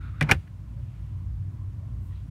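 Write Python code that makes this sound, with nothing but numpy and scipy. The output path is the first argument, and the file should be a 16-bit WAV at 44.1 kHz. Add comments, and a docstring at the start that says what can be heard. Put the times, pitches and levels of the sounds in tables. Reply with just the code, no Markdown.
"""Closing a glovebox in a parked car

A plastic lid slides up on its hinge with a rub of friction and meets its rubber stops with a thump.
The latch clicks over the striker and snaps home; each impact excites the damped modes of the plastic,
and the lid's weight shakes the dashboard. A low hum and a faint hiss of air fill the small, padded
cabin, with soft rustles of handling, mostly near the end."""
import sys
import numpy as np
from scipy import signal
from scipy.fft import rfft, irfft, next_fast_len
from scipy.io import wavfile
from scipy.ndimage import uniform_filter1d

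SR = 44100
rng = np.random.default_rng(int(sys.argv[2]) if len(sys.argv) > 2 else 0)


def persist_wave(psi):
    """Save psi, clipped to +-1, as 16-bit WAV."""
    counts = np.round(np.clip(psi, -1, 1) * 32767).astype(np.int16)
    wavfile.write(sys.argv[1], SR, np.atleast_2d(counts).T)


N = 101429
TIME = np.arange(N) / SR

# hard contacts of lid and latch: (time [s], level [dB], treble tilt [dB/octave], modal gain [dB],
# crack frequency [Hz], crack gain [dB])
CONTACTS = [(0.21, -8, -1, -9, 2382, -9.5), (0.215, -13, -5.5, -8, 1864, -2.5),
            (0.2231, -16.5, -1, -8.5, 1820, -21), (0.2261, -17, 1, -3.5, 2280, -8.5),
            (0.2902, -20, -2, -1.5, 2240, -6.5), (0.2936, -18.5, -0.5, -2.5, 2440, -4),
            (0.2957, -22.5, -6, 3.5, 1475, 6.5), (0.304, -22, -1, -5, 2098, -7.5),
            (0.3124, -5.5, 3, 6.5, 2373, -1), (0.317, -3, 1, -10.5, 1700, -8.5),
            (0.3188, -14, -8, -9.5, 780, -2.5), (0.333, -37, 5, -9, 2300, -8),
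            (0.3445, -38, 3, -5, 1976, -9.5)]
PIVOT_HZ = 1390  # spectral tilts turn about this frequency


def cracks():
    """Impulse response: the small part struck at each contact rings briefly at its own frequency."""
    return sum(damped_mode(impulses(np.array([time]), db + crack_db), hz, t60=.019)
               for time, db, _, _, hz, crack_db in CONTACTS)


def clack():
    """Statistical decay: the plastic's dense modes and the cabin's echoes die away as bands of noise."""
    # spectrum of the dense modes: (frequency [Hz], relative density [dB])
    spectrum = [(200, -22.5), (500, -2), (900, -10), (1500, 2.5), (2400, 1), (3300, -6.5), (5500, -17),
                (7200, -20), (9500, -21), (12500, -25.5), (15500, -38.5)]
    times, db, tilt = np.transpose(CONTACTS)[:3]
    edges = np.geomspace(180, 16000, 20)
    centres = np.sqrt(edges[1:] * edges[:-1])
    shares = from_db(spectrum_at(spectrum, centres)) * np.sqrt(np.diff(edges))
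    out = 0
    for low, high, hz, share in zip(edges, edges[1:], centres, shares / np.linalg.norm(shares)):
        octaves = np.log2(hz / PIVOT_HZ)
        force = impulses(times, db + tilt * octaves)
        plastic = power_decay(force * from_db(-11), t60=.024)
        cabin = power_decay(force * from_db(-24.5), t60=.09 * (PIVOT_HZ / hz) ** .22)
        # a faint late ring between the windows, rising 1 dB per octave
        windows = power_decay(force * from_db(-57.5 + octaves), t60=.54)
        burst = np.sqrt(plastic + cabin + windows) * rng.standard_normal(N)
        band = signal.butter(2, [low, high], "band", fs=SR, output="sos")
        out = out + share * np.sqrt(SR / 2 / (high - low)) * signal.sosfilt(band, burst)
    return out


def lid_ring():
    """Modal superposition: every contact excites all the lid's modes, neighbours in opposite phase."""
    # modes of the plastic lid and latch: (frequency [Hz], relative level [dB], T60 [s])
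    modes = [(425, -14, .07), (560, -11, .075), (772, -4, .065), (856, -8, .055), (943, -11, .07),
             (1207, -9, .06), (1455, -4.5, .058), (1515, -4, .05), (1737, -5, .053), (2066, -2, .048),
             (2293, -3.5, .037), (2480, -1.5, .045), (2812, -7.5, .05), (3091, -17, .05), (4007, -19, .042),
             (5635, -14, .034), (8735, -22, .028), (9700, -25, .026)]
    times, db, tilt, modal_db = np.transpose(CONTACTS)[:4]
    out = 0
    for k, (hz, mode_db, t60) in enumerate(modes):
        scatter_db = 1.5 * rng.standard_normal(len(times))
        strike_db = db + modal_db + mode_db + tilt * np.log2(hz / PIVOT_HZ) + scatter_db
        out = out + (-1) ** k * damped_mode(impulses(times, strike_db), hz, t60)
    return from_db(-15) * out


def thumps():
    """Selective excitation: a soft impact drives most the box modes nearest its centre frequency."""
    # the lid's weight lands on the dashboard and settles: (time [s], level [dB], centre [Hz])
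    landings = [(0.2160, -20, 145), (0.2229, -19, 140), (0.2364, -24.5, 165), (0.2430, -29, 150),
                (0.3103, -22.5, 115), (0.3190, -16.5, 122), (0.3405, -24, 95), (0.3532, -26, 78)]
    # modes of the box and dashboard: (frequency [Hz], relative level [dB], T60 [s])
    modes = [(82, 1, .18), (114, 0, .09), (149, 1, .115), (210, 0, .1), (240, -8, .11), (322, -3, .09),
             (368, -4, .085)]
    falloff_db_per_octave = 11
    times, db, centre_hz = np.transpose(landings)
    out = 0
    for hz, mode_db, t60 in modes:
        detuning_db = falloff_db_per_octave * np.abs(np.log2(hz / centre_hz))
        scatter_db = rng.standard_normal(len(times))
        out = out + damped_mode(impulses(times, db + mode_db - detuning_db + scatter_db), hz, t60)
    return out


def rubbing():
    """Sliding friction: the hinge rubs and sings in a gliding resonance, then the latch scrapes."""
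    # friction at the hinge and at the striker: (time [s], level [dB])
    hinge_level = [(0, -60), (.045, -53.5), (.08, -55.5), (.12, -61.5), (.19, -57.5), (.215, -49.5),
                   (.25, -109)]
    latch_level = [(.22, -69.5), (.24, -43.5), (.283, -43), (.297, -25.5), (.311, -21), (.325, -56.5)]
    # their spectra: (frequency [Hz], relative density [dB])
    hinge_spectrum = [(250, 14), (500, -11.5), (950, -9), (1400, 1.5), (1750, -2.5), (2500, -5),
                      (3100, -15), (3700, -9.5), (5500, -28.5), (14000, -37.5)]
    latch_spectrum = [(210, 16), (330, -1), (600, -4), (900, 4), (1250, -2), (1470, -2.5), (1700, -3),
                      (2400, -3.5), (3400, -18), (7000, -31), (15000, -41.5)]
    # resonance of the hinge: (time [s], frequency [Hz])
    hinge_glide = [(0, 1428), (.06, 1382), (.14, 1230), (.2, 1450)]
    grip = roughness()
    phase = 2 * np.pi * np.cumsum(np.interp(TIME, *np.transpose(hinge_glide))) / SR
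    singing = unit_rms(drift(corner_hz=130) * np.cos(phase) + drift(corner_hz=130) * np.sin(phase))
    hinge = envelope(hinge_level) * (coloured(hinge_spectrum) + from_db(-1) * singing)
    latch = envelope(latch_level) * coloured(latch_spectrum)
    return grip * (hinge + latch)


def cabin_hum():
    """Cavity resonance: noise in the cabin's low modes makes a wavering hum over a broad rumble."""
    # level of the low hum, which wavers and dips briefly after the knock:
    # (time [s], deep level [dB], upper level [dB])
    hum_level = [(0, -36.5, -36.5), (.15, -38.5, -38), (.3, -39.5, -34.5), (.41, -43, -40.5),
                 (0.469, -54, -48.5), (.56, -42.5, -41), (0.682, -39.5, -44), (.76, -36.5, -36),
                 (0.911, -47, -39.5), (1.001, -36, -39.5), (1.16, -42, -32.5), (1.309, -31, -35.5),
                 (1.42, -38, -33), (1.511, -49, -35), (1.62, -37.5, -34.5), (1.828, -43.5, -35.5),
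                 (1.959, -34, -35), (2.07, -42.5, -37), (2.2, -34, -37.5), (2.3, -50.5, -36)]
    # upper cabin modes: (frequency [Hz], bandwidth [Hz], relative level [dB])
    modes = [(93.75, 11, 4.5), (117.96, 19, -1), (141, 30, -9)]
    # spectrum of the rumble: (frequency [Hz], relative density [dB])
    rumble_spectrum = [(25, -30.5), (45, -10), (100, 9), (170, -0.5), (230, -12), (310, -13), (400, -26.5)]
    deep_gain, upper_gain = (envelope(np.array(hum_level)[:, [0, k]]) for k in (1, 2))
    deep = steadied(resonant_noise(hz=57.93, width_hz=8.4))
    upper = steadied(sum(from_db(db) * resonant_noise(hz, width) for hz, width, db in modes))
    rumble_gain = from_db(-43.5) * unit_rms(upper_gain) ** .4  # partly follows the upper hum
    return deep_gain * deep + upper_gain * upper + rumble_gain * coloured(rumble_spectrum)


def air():
    """Broadband and narrowband noise: air hisses evenly while a faint whirr comes and goes."""
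    # strength of the hiss and of the whirr: (time [s], level [dB])
    hiss_level = [(0, -59), (.5, -59), (.8, -58.5), (1.05, -58), (1.42, -59), (1.85, -59), (2.3, -58)]
    whirr_level = [(0, -82.5), (.6, -79), (.68, -68.5), (.85, -81.5), (1.08, -75.5), (1.22, -64.5),
                   (1.34, -84.5), (1.48, -80), (1.59, -64), (1.72, -73.5), (1.88, -67), (2.0, -74),
                   (2.11, -66), (2.3, -94.5)]
    # spectrum of the hiss: (frequency [Hz], relative density [dB])
    hiss_spectrum = [(200, 16), (400, -6), (600, -2), (780, -4.5), (1020, -4.5), (1300, -6.5), (2300, -12),
                     (4500, -19), (9000, -23), (15000, -28.5)]
    hiss = envelope(hiss_level) * coloured(hiss_spectrum)
    whirr = envelope(whirr_level) * band_noise(hz=1040, octaves=.11)
    return hiss + whirr


def rustles():
    """Amplitude modulation: each handling sound is a grainy noise band under a Gaussian envelope."""
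    # soft bumps, rustles and squeaks:
    # (time [s], standard deviation [s], level [dB], centre [Hz], half-width [octaves])
    touches = [(.478, 0.0047, -60, 1830, 0.39), (0.727, 0.011, -57, 198, 0.33),
               (0.793, 0.035, -66, 540, 0.14), (0.943, 0.15, -73, 2550, 0.32),
               (1.517, 0.029, -54.5, 230, 0.28), (1.835, 0.064, -66.5, 618, 0.21),
               (1.959, 0.051, -57, 266, 0.36), (2.063, 0.038, -75, 13000, .2),
               (2.07, 0.049, -77, 8140, 0.22), (2.129, 0.015, -69, 1910, 0.034),
               (2.16, 0.0053, -66, 3955, .04), (2.163, 0.051, -69.5, 2840, 0.41)]
    grain = roughness()
    out = 0
    for time, sigma, db, hz, octaves in touches:
        gain = from_db(db) * np.exp(-.5 * ((TIME - time) / sigma) ** 2)
        out = out + gain * band_noise(hz, octaves)
    return grain * out


def damped_mode(force, hz, t60):
    """Damped oscillator: a unit impulse starts a unit sine that falls 60 dB in t60 seconds."""
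    radius = from_db(-60 / (t60 * SR))
    angle = 2 * np.pi * hz / SR
    return signal.lfilter([0, np.sin(angle)], [1, -2 * radius * np.cos(angle), radius ** 2], force)


def power_decay(force, t60):
    """Exponential energy loss: power jumps at each blow and falls 60 dB in t60 seconds."""
    return signal.lfilter([1], [1, -from_db(-120 / (t60 * SR))], force ** 2)


def impulses(times, db):
    """Ideal impacts: one impulse of force for each blow."""
    force = np.zeros(N) + 1e-18
    np.add.at(force, (times * SR).astype(int), from_db(db))
    return force


def noise(spectrum_db):
    """Spectral shaping: noise of unit rms whose density in dB is a function of frequency."""
    size = next_fast_len(N)
    white = rfft(rng.standard_normal(size))
    gain = from_db(spectrum_db(np.fft.rfftfreq(size, 1 / SR)))
    return unit_rms(irfft(white * gain, size)[:N])


def coloured(spectrum):
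    """Stationary noise with a tabulated spectrum."""
    return noise(lambda hz: spectrum_at(spectrum, hz))


def band_noise(hz, octaves):
    """Band-pass noise, at half power the given octaves either side of its centre."""
    return noise(lambda f: -10 * np.log10(1 + (np.log2((f + 1) / hz) / octaves) ** 4))


def resonant_noise(hz, width_hz):
    """Lorentzian response of one randomly driven resonance."""
    return noise(lambda f: -20 * np.log10(1 + (2 * (f - hz) / width_hz) ** 2))


def drift(corner_hz):
    """Low-pass random fluctuation of unit rms."""
    return noise(lambda hz: -20 * np.log10(1 + (hz / corner_hz) ** 2))


def roughness():
    """Random modulation: a gain that flickers by about half a decibel."""
    return unit_rms(from_db(.5 * drift(corner_hz=120)))


def steadied(x, window_s=.09):
    """Division by the running rms evens the slow level and leaves the fast beating."""
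    return x / np.sqrt(uniform_filter1d(x ** 2, int(window_s * SR)) + 1e-12)


def envelope(curve):
    """Gain along a (time [s], level [dB]) curve, silent from 50 ms after its end."""
    times, db = np.transpose(curve)
    return from_db(np.interp(TIME, times, db)) * (TIME < times[-1] + .05)


def spectrum_at(spectrum, hz):
    """Log-frequency interpolation, falling 24 dB per octave beyond the table's ends."""
    known_hz, db = np.transpose(spectrum)
    octave, known = np.log2(hz + 1), np.log2(known_hz)
    beyond = np.abs(octave - np.clip(octave, known[0], known[-1]))
    return np.interp(octave, known, db) - 24 * beyond


def from_db(db):
    """Decibels to amplitude ratio."""
    return 10 ** (np.asarray(db) / 20)


def unit_rms(x):
    """Normalisation to unit power."""
    return x / np.sqrt(np.mean(x ** 2) + 1e-20)


def scene():
    """Superposition: all sources add at one point in front of the dashboard."""
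    impacts = cracks() + clack() + lid_ring() + thumps()
    return (impacts + rubbing() + cabin_hum() + air() + rustles())[None]


def record(dry):
    """Band limiting and saturation: deep bass is shed, peaks round off, the ends fade, the top is cut."""
    low_cut_hz, high_cut_hz, peak_limit, fade_s = 42, 15700, .85, .012
    high_pass = signal.butter(3, low_cut_hz, "high", fs=SR, output="sos")
    low_pass = signal.ellip(10, .1, 90, high_cut_hz, fs=SR, output="sos")
    rounded = peak_limit * np.tanh(signal.sosfilt(high_pass, dry) / peak_limit)
    fade = np.sin(np.pi / 2 * np.clip(np.minimum(TIME, TIME[::-1]) / fade_s, 0, 1))
    return signal.sosfilt(low_pass, fade * rounded)


dry = scene()
out = record(dry)
persist_wave(out)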